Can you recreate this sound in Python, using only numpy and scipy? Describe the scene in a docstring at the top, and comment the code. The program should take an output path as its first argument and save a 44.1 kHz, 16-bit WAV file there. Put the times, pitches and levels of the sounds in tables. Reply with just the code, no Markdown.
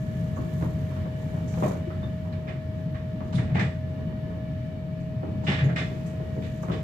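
"""Inside a moving diesel railbus. Engine and wheels force the modes of the car body into a drone,
under a rolling roar and a steady electrical whine. Jolts from the track excite free vibrations:
the floor thumps, wall panels knock and loose metal fittings rattle in the reverberant cabin.
Ventilation air hisses and resonates in its ducts, small parts tick, and a coat rustles by friction
near the microphone."""
import sys
import numpy as np
from scipy import signal
from scipy.fft import rfft, irfft, next_fast_len
from scipy.io import wavfile
from scipy.ndimage import uniform_filter1d, map_coordinates

SR = 44100
rng = np.random.default_rng(int(sys.argv[2]) if len(sys.argv) > 2 else 0)


def dump_mix(stems):
    """Bounce the given channels to the path in sys.argv[1] as a 16-bit WAV at rate SR."""
    frames = np.atleast_2d(stems).T  # one column per channel
    limited = np.clip(frames, -1, 1)  # hard clip at full scale
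    pcm = np.round(limited * 32767).astype(np.int16)
    wavfile.write(sys.argv[1], SR, pcm)


N = 301203

# Coherence of the diffuse field between left and right: f/Hz, coherence
COHERENCE = [(60, 0.95), (130, 1), (290, 0.76), (640, 0.06), (1400, 0.04), (15000, .02)]
# Reverberation time of the cabin: f/Hz, T60/s
REVERBERATION = [(200, 0.56), (1000, 0.37), (2500, 0.36), (9000, 0.42)]
# Response of the microphone ports: f/Hz, left minus right/dB
PORT_BALANCE = [(60, -0.9), (200, 2), (400, 1.3), (800, -0.5), (1300, -2), (2300, -2.5), (4400, -6.5),
                (6500, -9.5), (8000, -13), (10000, -2.5), (12000, 7.5), (15000, 2)]
# Spectra of vent air, sliding cloth, fittings, panels, low rumble and rolling roar: f/Hz, level/dB
HISS_SPECTRUM = [(650, -31), (1100, -4.5), (1500, -4.5), (1770, -1.5), (2160, -6), (2330, -2.5),
                 (2570, -14), (2660, -8.5), (2940, -7.5), (4090, -15), (5690, -20.5), (8560, -29.5),
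                 (12200, -26.5), (15400, -29)]
CLOTH_SPECTRUM = [(800, -21), (2000, -8), (3500, 5.5), (5000, -2), (6700, 4.5), (8000, -3.5), (10500, -3.5),
                  (11400, -5.5), (12000, 1), (15300, -11.5)]
FITTING_SPECTRUM = [(410, -14.5), (700, -1), (842, -12), (1000, -17), (1140, -5.5), (1400, -7.5),
                    (1860, -0.5), (2150, -6.5), (2430, -4), (2700, -11.5), (2950, -8), (3200, -13.5),
                    (3560, -11), (4370, -19), (5380, -23), (5840, -26), (8150, -31), (11000, -57.5),
                    (14300, -84), (22000, -120)]
PANEL_SPECTRUM = [(150, -30.5), (250, -1.5), (350, 4.5), (470, 1.5), (570, 4.5), (760, 1), (1000, -2),
                  (1250, -4), (1500, -8.5), (2200, -15.5), (3000, -24), (6000, -42.5), (15000, -69)]
RUMBLE_SPECTRUM = [(12, -53), (20, -57), (24, -38), (29, -43), (49, -22), (74, -1), (86, -16.5),
                   (102, -8.5), (125, 0.5), (173, 3.5), (195, -29), (283, -15), (330, -18.5), (430, -65),
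                   (730, -120)]
ROAR_SPECTRUM = [(150, -2.5), (250, 7.5), (330, -0.5), (450, -1.5), (600, -6), (800, -10.5), (1100, -15.5),
                 (1500, -27), (2500, -39.5)]
# Air duct resonances, for each of two filter passes: f/Hz, bandwidth/Hz, level/dB
DUCT_MODES = [(1727, 28, 2), (1897, 50, -4), (2292, 46, -2), (2866, 35, -5), (3000, 27, -3),
              (3600, 130, -8.5), (3860, 53, -7.5), (4400, 34, -10)]
# Strength of the singing in the ducts: t/s, level/dB
DUCT_ENVELOPE = [(0, -66.5), (1.2, -58.5), (2.8, -63), (4, -60.5), (5.2, -61), (6.83, -60)]
# Vent whistle: f/Hz, bandwidth per filter pass/Hz, level/dB, peak t/s, half length/s
VENT_WHISTLE = (1723, 13, -57.5, -0.14, .9)
# Strokes of the sleeve: peak t/s, level/dB, rise/s, fall/s, tilt/(dB per octave)
SLEEVE_STROKES = [(.1, -65.5, .3, 1, 2), (.58, -62, 0.095, 0.17, 4), (.85, -69.5, .12, .2, 2),
                  (1.23, -65, .1, 0.53, 1), (1.67, -52.5, 0.096, 0.09, -0.5), (2.03, -74.5, 0.17, 0.5, 3),
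                  (2.78, -72, .04, .07, -4), (3.28, -68, .04, 0.045, -4), (5.92, -65, .12, 0.26, -3),
                  (6.55, -64.5, 0.24, 0.36, -1)]
# Ticks of small parts: t/s, level/dB, f/Hz, bandwidth per filter pass/Hz, T60/s
PART_TICKS = [(.358, -62, 6530, 900, .3), (1.474, -57, 6200, 2500, 1), (2.03, -49.5, 3585, 70, 0.23),
              (2.322, -55, 4000, 900, 0.15), (2.91, -69, 12000, 5000, .22), (3.345, -57, 9300, 2000, .28),
              (3.35, -46, 3530, 404, .18), (5.0, -70, 6500, 3000, 0.41), (5.638, -57, 6660, 800, 0.26),
              (5.638, -62, 11400, 4500, .15), (6.061, -58, 6500, 4000, 0.31), (6.063, -65, 11000, 7000, .2),
              (6.624, -55.5, 6300, 2000, .14), (6.626, -50, 12000, 5000, 0.027)]
# Harmonics of the whine: harmonic number, level/dB, left minus right/dB
WHINE_HARMONICS = [(1, -41, 5.5), (2, -76.5, -18), (3, -70.5, 8.5), (4, -74.5, -8.5), (5, -83, -14),
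                   (7, -76.5, -2), (19, -86.5, 18)]
# Harmonics that stand out for a while: harmonic number, peak t/s, swell/dB, half length/s
HARMONIC_SWELLS = [(3, 6.38, 9, 0.5), (4, 5.8, 7, 1), (19, 4.1, 3, 0.65)]
# Modes of the metal fittings: f/Hz, level/dB, T60/s
METAL_MODES = [(818, -2, .33), (854, -1, .4), (1165, -6, .35), (1644, -1, .4), (1858, 2.5, .38),
               (1925, -2, .3), (2094, 0, .42), (2242, -8, .3), (2365, -3.5, .3), (2465, -4, .33),
               (2541, -5, .38), (2822, -2, .38), (2980, -5, .24), (3057, -7.5, .42), (3435, -5, .4),
               (3483, -8, .36), (3560, -7, .28), (3790, -7, .24), (4200, -14, .26), (4620, -15, .4),
               (5103, -14, .42), (5370, -14.5, .26), (5550, -16, .28)]
# Rattles: t/s, level/dB, chatter/s, favoured f/Hz, its emphasis/dB, tilt/(dB per octave), ring/dB
FITTING_RATTLES = [(1.629, -43.5, .008, 2270, 9, -5.5, -14), (1.902, -54, 0.0093, 1790, 4, -4, -17),
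                   (2.326, -51.5, 0.015, 3000, 3, -4, -15), (2.473, -42.5, 0.031, 2400, 2, -3, -9.5),
                   (2.945, -49.5, 0.014, 1800, 2, -1.5, -9), (3.327, -47, 0.039, 3600, 8, 10.5, -9),
                   (3.375, -41.5, 0.019, 2040, 0, -1.5, -9), (3.468, -45.5, .063, 1890, -7, -6, -11),
                   (3.546, -37, .014, 2270, 9, -0.5, -10), (3.566, -36.5, 0.0067, 1850, 11.5, 0.5, -10.5),
                   (3.593, -32.5, 0.0085, 1950, 5, 1, -11.5), (3.61, -42.5, .006, 1950, 8, -0.5, -11),
                   (5.44, -55.5, 0.024, 4500, 4, 12, -10), (5.467, -32.5, .02, 2830, 11, -0.5, -0.5),
                   (5.488, -35, .018, 1900, 2, 1, -8), (5.51, -34.5, 0.046, 3400, 6, -1, -4),
                   (5.584, -35, .012, 2010, 6, -1.5, -5), (5.687, -39, .015, 1590, 4, -6.5, -11.5),
                   (5.76, -32.5, .009, 1950, 7, 0.5, -4.5), (5.777, -35, 0.018, 3600, -2, 0.5, -5.5),
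                   (6.42, -49, 0.038, 3500, -1, 1.5, -5), (6.711, -42, 0.032, 3360, 4, .5, -7.5)]
# Blows on wall panels: t/s, level/dB, favoured f/Hz, its emphasis/dB, tilt/(dB per octave)
PANEL_KNOCKS = [(.368, -41, 1110, 17, -1), (0.381, -35.5, 315, 16, -5), (.612, -43, 1150, 0, 1.5),
                (.625, -34.5, 308, 15, 1), (.91, -47, 1000, -1, 2), (.965, -46, 1100, 6, 2.5),
                (1.055, -41, 950, -5, -3.5), (1.335, -46, 990, 4, -0.5), (1.375, -44.5, 900, 8, -1),
                (1.54, -45.5, 820, 10, 7.5), (1.575, -35.5, 504, 10, -2), (1.624, -27, 1060, 13, -5.5),
                (1.638, -27.5, 616, 14, -5.5), (1.668, -41, 1100, 6, 1), (1.71, -37.5, 567, 11, 2),
                (1.754, -45.5, 560, 13, 3.5), (1.867, -35, 360, 27, -25), (1.904, -43.5, 1310, 12, 1),
                (2.03, -44, 1150, 3, 1.5), (2.251, -46.5, 1000, 11, -2), (2.48, -42.5, 364, 10, -3),
                (2.944, -48, 1100, 15, 0), (3.206, -42, 1150, 5, 1), (3.33, -39, 286, 22, 4),
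                (3.385, -38.5, 1220, -1, 1), (3.555, -32, 815, 10, -2), (3.585, -34, 1190, 8, -1.5),
                (4.095, -54, 990, 7, 1), (4.305, -49, 1100, 8, 1), (5.232, -32, 278, 13, -4.5),
                (5.276, -49, 1050, 8, -3), (5.436, -43.5, 950, 6, -1), (5.484, -31.5, 230, 14, -2),
                (5.515, -36.5, 820, 11, -2), (5.64, -32.5, 446, 7, -10), (5.78, -40.5, 540, 6, 0.5),
                (5.915, -39.5, 360, 11, -5), (6.2, -39, 447, 9, -5.5), (6.365, -35, 446, 9, -8.5),
                (6.632, -39.5, 1170, 6, -0.5), (6.685, -33, 278, 15.5, -1), (6.7, -35.5, 1120, 11, -0.5),
                (6.72, -36, 454, 19, -0.5)]
# Thumps of floor and walls: t/s, peak level/dB, f/Hz
JOLT_THUMPS = [(0.609, -29, 155.5), (1.599, -25, 128), (1.622, -27, 204.5), (1.628, -25, 620.6),
               (1.672, -22.5, 189.3), (1.68, -43, 570), (3.332, -23.5, 194), (3.352, -27, 126),
               (3.383, -17.5, 127), (3.424, -29, 135), (3.507, -24, 129.6), (3.545, -22.5, 135),
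               (3.6, -24.5, 202), (3.64, -21, 130), (5.473, -18.5, 139), (5.478, -21, 195.5),
               (5.622, -14, 135), (5.653, -15.5, 139), (6.684, -23.5, 180)]
# Booming modes of the car body: f/Hz, bandwidth/Hz, level/dB
BODY_MODES = [(54.3, 19, -12), (88.7, 6, 1.5), (123, 28, -6), (135, 9, -1), (169, 4.3, 1),
              (203.1, 5.2, -4.5), (230, 56, -15)]
# Roughness of the track: t/s, level/dB
TRACK_ROUGHNESS = [(0, 2.5), (.8, 3.5), (1.5, 2.5), (2.2, 1), (2.7, -0.5), (3.9, 0.1), (5, -2), (5.8, 3),
                   (6.83, -0.5)]
# Bumps in the track: peak t/s, swell/dB
TRACK_BUMPS = [(.22, 3), (.62, 3.5), (.78, 1.5), (1.42, 3.5), (1.61, 4), (1.96, 1), (2.87, 1), (3.4, 7),
               (3.58, 8), (3.95, 0), (4.11, 1), (4.3, 2), (4.65, 0.5), (5.5, 4.5), (5.65, 3.5), (6.7, 1.5)]

# Level on average track, and growth in dB per dB of roughness
HISS_DB, HISS_GROWTH = -57.5, 0.92
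ROAR_DB, ROAR_GROWTH = -45.5, 0.71
DRONE_DB, DRONE_GROWTH = -31.5, 0.39
BUMP_RISE_S, BUMP_FALL_S, BUMP_ROAR_SHARE = 0.074, 0.1, 0.37
WHINE_HZ, WHINE_CREEP_HZ_PER_S = 628.7, 0.41
AISLE_LAG_SAMPLES = 18  # sound from the aisle reaches the left port after the right
BAND_LIMIT_HZ = 15500


def amp(db):
    """Amplitude ratio of a level in decibels."""
    return 10 ** (np.asarray(db) / 20)


def unit(x):
    """Normalisation to rms 1."""
    return x / np.sqrt(np.mean(x ** 2) + 1e-20)


def even(x, seconds):
    """Division by the running rms holds a noise at steady strength."""
    power = uniform_filter1d(np.mean(x ** 2, axis=0), int(seconds * SR))
    return x / np.sqrt(np.abs(power) + 1e-9)


def along(points, hz):
    """Interpolation of (f/Hz, value) points on a logarithmic frequency axis."""
    f, v = np.transpose(points)
    return np.interp(np.log(hz + 1), np.log(f + 1), v)


def curve(rows):
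    """Linear interpolation of (t/s, value) rows at every sample."""
    s, v = np.transpose(rows)
    return np.interp(np.arange(N) / SR, s, v)


def wobble(rate):
    """Smooth random modulation: a spline through rate knots a second."""
    knots = rng.standard_normal(int(N * rate / SR) + 4)
    return map_coordinates(knots, [np.arange(N) * rate / SR])


def swell(s, rise, fall):
    """Two-sided Gaussian envelope of height 1, peaking at time s."""
    t = np.arange(N) / SR - s
    return np.exp(-(t / np.where(t < 0, rise, fall)) ** 2)


def add(out, s, sound):
    """Superposition of a sound from time s onward."""
    start = max(round(s * SR), 0)
    span = out[:, start:start + sound.shape[-1]]
    span += sound[..., :span.shape[-1]]


def filtered(x, response):
    """Linear filtering: the spectrum is multiplied by a frequency response."""
    n = x.shape[-1]
    padded = next_fast_len(n + SR // 5)
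    hz = np.fft.rfftfreq(padded, 1 / SR)
    return irfft(rfft(x, padded) * response(hz), padded)[..., :n]


def resonances(modes, hz):
    """Gain of damped resonators (f/Hz, bandwidth/Hz, level/dB) whose powers add."""
    return np.sqrt(sum(np.abs(amp(db) * hz * width / (f * f - hz * hz + 1j * hz * width)) ** 2
                       for f, width, db in modes))


def minimum_phase(gain, size):
    """Causal impulse response of a given gain, by folding the cepstrum onto positive time."""
    hz = np.fft.rfftfreq(size, 1 / SR)
    cepstrum = irfft(np.log(np.maximum(gain(hz), 1e-6)), size)
    cepstrum[1:size // 2] *= 2
    cepstrum[size // 2 + 1:] = 0
    return irfft(np.exp(rfft(cepstrum)), size)


def diffuse(colour, size=N):
    """Diffuse noise field of rms 1: coherent between the ports in the bass, incoherent in the treble."""
    def mid_side_gain(hz):
        angle = np.arccos(np.clip(along(COHERENCE, hz), -1, 1)) / 2
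        return colour(hz) * np.array([np.cos(angle), np.sin(angle)])
    mid, side = filtered(rng.standard_normal((2, size)), mid_side_gain)
    return unit(np.array([mid + side, mid - side]))


def aisle_noise(colour, direct_share):
    """Power from the aisle divides between a direct wave, earlier on the right, and a diffuse field."""
    source = diffuse(colour)[0]
    direct = np.array([np.roll(source, AISLE_LAG_SAMPLES), source])
    return np.sqrt(direct_share) * direct + np.sqrt(1 - direct_share) * diffuse(colour)


def cabin_impulse(direct_db, size=2 ** 14):
    """Impulse response from the aisle: direct sound, then echoes decaying at each band's own rate."""
    hz, t, bands = signal.stft(diffuse(np.ones_like, size), SR, nperseg=256)
    decay = amp(-60 * t / along(REVERBERATION, hz)[:, None])
    sound = signal.istft(bands * decay, SR, nperseg=256)[1][:, :size]
    sound[[0, 1], [AISLE_LAG_SAMPLES, 0]] += amp(direct_db)
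    return sound


def struck_object(blows, spectrum, pitch, tilt_db, emphasis_db, relative_width):
    """Impact response: each contact favours one resonance and has its own brightness."""
    def gain(hz):
        favoured = np.hypot(1, resonances([(pitch, relative_width * pitch, emphasis_db)], hz))
        tilt = amp(tilt_db * np.log2(np.clip(hz, 250, 7000) / 1000))
        return amp(along(spectrum, hz)) * favoured * tilt
    ring = minimum_phase(gain, size=2 ** 14)
    return signal.fftconvolve(blows, ring[None] / np.linalg.norm(ring), axes=1)


def ventilation():
    """Flow noise: a hiss that follows the running noise, duct resonances and a thin, fading whistle."""
    hiss = aisle_noise(lambda hz: amp(along(HISS_SPECTRUM, hz)), direct_share=0.061)
    ducts = even(aisle_noise(lambda hz: resonances(DUCT_MODES, hz) ** 2, direct_share=0.12), seconds=0.2)
    pitch, width, db, s, half = VENT_WHISTLE
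    whistle = even(diffuse(lambda hz: resonances([(pitch, width, 0)], hz) ** 2), seconds=0.1)
    hiss_db = HISS_DB + HISS_GROWTH * curve(TRACK_ROUGHNESS) + 0.71 * wobble(7)
    duct_db = curve(DUCT_ENVELOPE) + 1.6 * wobble(2.55)
    return amp(hiss_db) * hiss + amp(duct_db) * ducts + amp(db) * swell(s, half, half) * whistle


def coat(grain_db=2):
    """Sliding friction: each stroke of the sleeve swells and fades in fine, uneven slips."""
    out = np.zeros((2, N))
    octaves = lambda hz: np.log2(np.maximum(hz, 3000) / 8000)
    for s, db, rise, fall, tilt_db in SLEEVE_STROKES:
        cloth = diffuse(lambda hz: amp(along(CLOTH_SPECTRUM, hz) + tilt_db * octaves(hz)))
        out += amp(db) * swell(s, rise, fall) * cloth
    slips = unit(amp(grain_db * wobble(250)))
    return out * slips


def ticks(attack_s=0.0027):
    """Damped resonance: small hard parts ring briefly in a band of noise around one pitch."""
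    out, t = np.zeros((2, N)), np.arange(SR // 3) / SR
    for s, db, pitch, width, t60 in PART_TICKS:
        ring = diffuse(lambda hz: resonances([(pitch, width, 0)], hz) ** 2, size=len(t))
        envelope = amp(db - 60 * t / t60) * (1 - np.exp(-t / attack_s))
        add(out, s, envelope * ring)
    return out


def electrical_whine():
    """Harmonic series: a clean electrical tone with faint overtones creeps slowly upward."""
    pitch = WHINE_HZ + WHINE_CREEP_HZ_PER_S * np.arange(N) / SR + 0.44 * wobble(6.8)
    phase = 2 * np.pi * np.cumsum(pitch) / SR + np.array([[0.1], [-0.1]])  # left, right
    out = np.zeros((2, N))
    for harmonic, db, pan_db in WHINE_HARMONICS:
        waver_db = 0.3 if harmonic == 1 else 1.5  # short waves shift more as the carriage sways
        swell_db = sum(up_db * swell(s, half, half)
                       for number, s, up_db, half in HARMONIC_SWELLS if number == harmonic)
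        level = amp(db + swell_db + waver_db * wobble(8.3))
        pan = amp([[pan_db / 2], [-pan_db / 2]])
        out += level * pan * np.sin(harmonic * phase)
    return out


def metal_ring(attack_s, pitch, scatter_db=1.5, fall_db_per_octave=5.5):
    """Modal vibration: a fitting's modes build up, most near the favoured pitch, and decay freely."""
    t, out = np.arange(SR // 2) / SR, 0
    for hz, db, t60 in METAL_MODES:
        octaves_away = abs(np.log2(hz / pitch))
        port_db = db - fall_db_per_octave * octaves_away + scatter_db * rng.standard_normal((2, 1))
        mode = np.sin(2 * np.pi * (hz * t + rng.random((2, 1))))
        out = out + amp(port_db - 60 * t / t60) * mode
    return out * (1 - np.exp(-t / attack_s))


def rattles(count=5, scatter_db=2, first_db=-5):
    """Repeated impact: a loose fitting touches lightly, strikes in uneven succession and rings on."""
    out = np.zeros((2, N))
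    chances = rng.uniform(-1, 1, (len(FITTING_RATTLES), count, 2))
    for (s, db, length, pitch, emphasis_db, tilt_db, ring_db), chance in zip(FITTING_RATTLES, chances):
        blows = np.zeros((2, SR // 2))
        for k, (late, strength) in enumerate(chance):
            force = amp(scatter_db * strength + first_db * (k == 0))
            onset = length * (k + 0.4 * late * (k > 0)) / count
            add(blows, onset, force * cabin_impulse(direct_db=23))
        chatter = struck_object(blows, FITTING_SPECTRUM, pitch, tilt_db, emphasis_db, relative_width=0.33)
        add(out, s, amp(db - 4.5) * chatter)
        add(out, s, amp(db + ring_db) * metal_ring(length / 2, pitch))
    return out


def knocks():
    """Impulse excitation: a single blow sets a wall panel ringing dully."""
    out = np.zeros((2, N))
    for s, db, pitch, emphasis_db, tilt_db in PANEL_KNOCKS:
        blow = cabin_impulse(direct_db=24.5)
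        knock = struck_object(blow, PANEL_SPECTRUM, pitch, tilt_db, emphasis_db, relative_width=0.078)
        add(out, s, amp(db) * knock)
    return out


def thumps(rise_s=0.016):
    """Transient response: each jolt swells and fades in one hollow mode of the floor or wall."""
    out, t = np.zeros((2, N)), np.arange(SR // 4) / SR
    envelope = (t / rise_s * np.exp(1 - t / rise_s)) ** 2
    for s, db, hz in JOLT_THUMPS:
        add(out, s, amp(db) * envelope * np.sin(2 * np.pi * hz * t))
    return out


def running_noise():
    """Forced vibration: engine and wheels drive the body's modes and a roar, louder on rough track."""
    boom_band = lambda hz: hz ** 4 / (hz ** 4 + 40 ** 4) / np.sqrt(1 + (hz / 260) ** 8)
    roar_band = lambda hz: hz ** 2 / (hz ** 2 + 100 ** 2) / (1 + (hz / 3000) ** 4)
    boom = diffuse(lambda hz: resonances(BODY_MODES, hz) * boom_band(hz))
    rumble = diffuse(lambda hz: amp(along(RUMBLE_SPECTRUM, hz)))
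    roar = diffuse(lambda hz: amp(along(ROAR_SPECTRUM, hz)) * roar_band(hz))
    drone = even(boom + amp(-6) * rumble, seconds=0.13)
    track_db = curve(TRACK_ROUGHNESS)
    bump_db = sum(db * swell(s, BUMP_RISE_S, BUMP_FALL_S) for s, db in TRACK_BUMPS)
    drone_db = DRONE_DB + DRONE_GROWTH * track_db + bump_db + 1.12 * wobble(14)
    roar_db = ROAR_DB + ROAR_GROWTH * track_db + BUMP_ROAR_SHARE * bump_db + 1.54 * wobble(5.8)
    return amp(drone_db) * drone + amp(roar_db) * roar


def scene():
    """Superposition: each microphone port colours the cabin's sound in its own way; the whine is added."""
    cabin = running_noise() + ventilation() + thumps() + knocks() + rattles() + ticks() + coat()
    port_gains = lambda hz: amp(np.outer([0.5, -0.5], along(PORT_BALANCE, hz)))
    return electrical_whine() + filtered(cabin, port_gains)


def record(dry):
    """Ideal low-pass filtering: nothing passes above the band limit."""
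    return filtered(dry, lambda hz: hz < BAND_LIMIT_HZ)


dry = scene()
out = record(dry)
dump_mix(out)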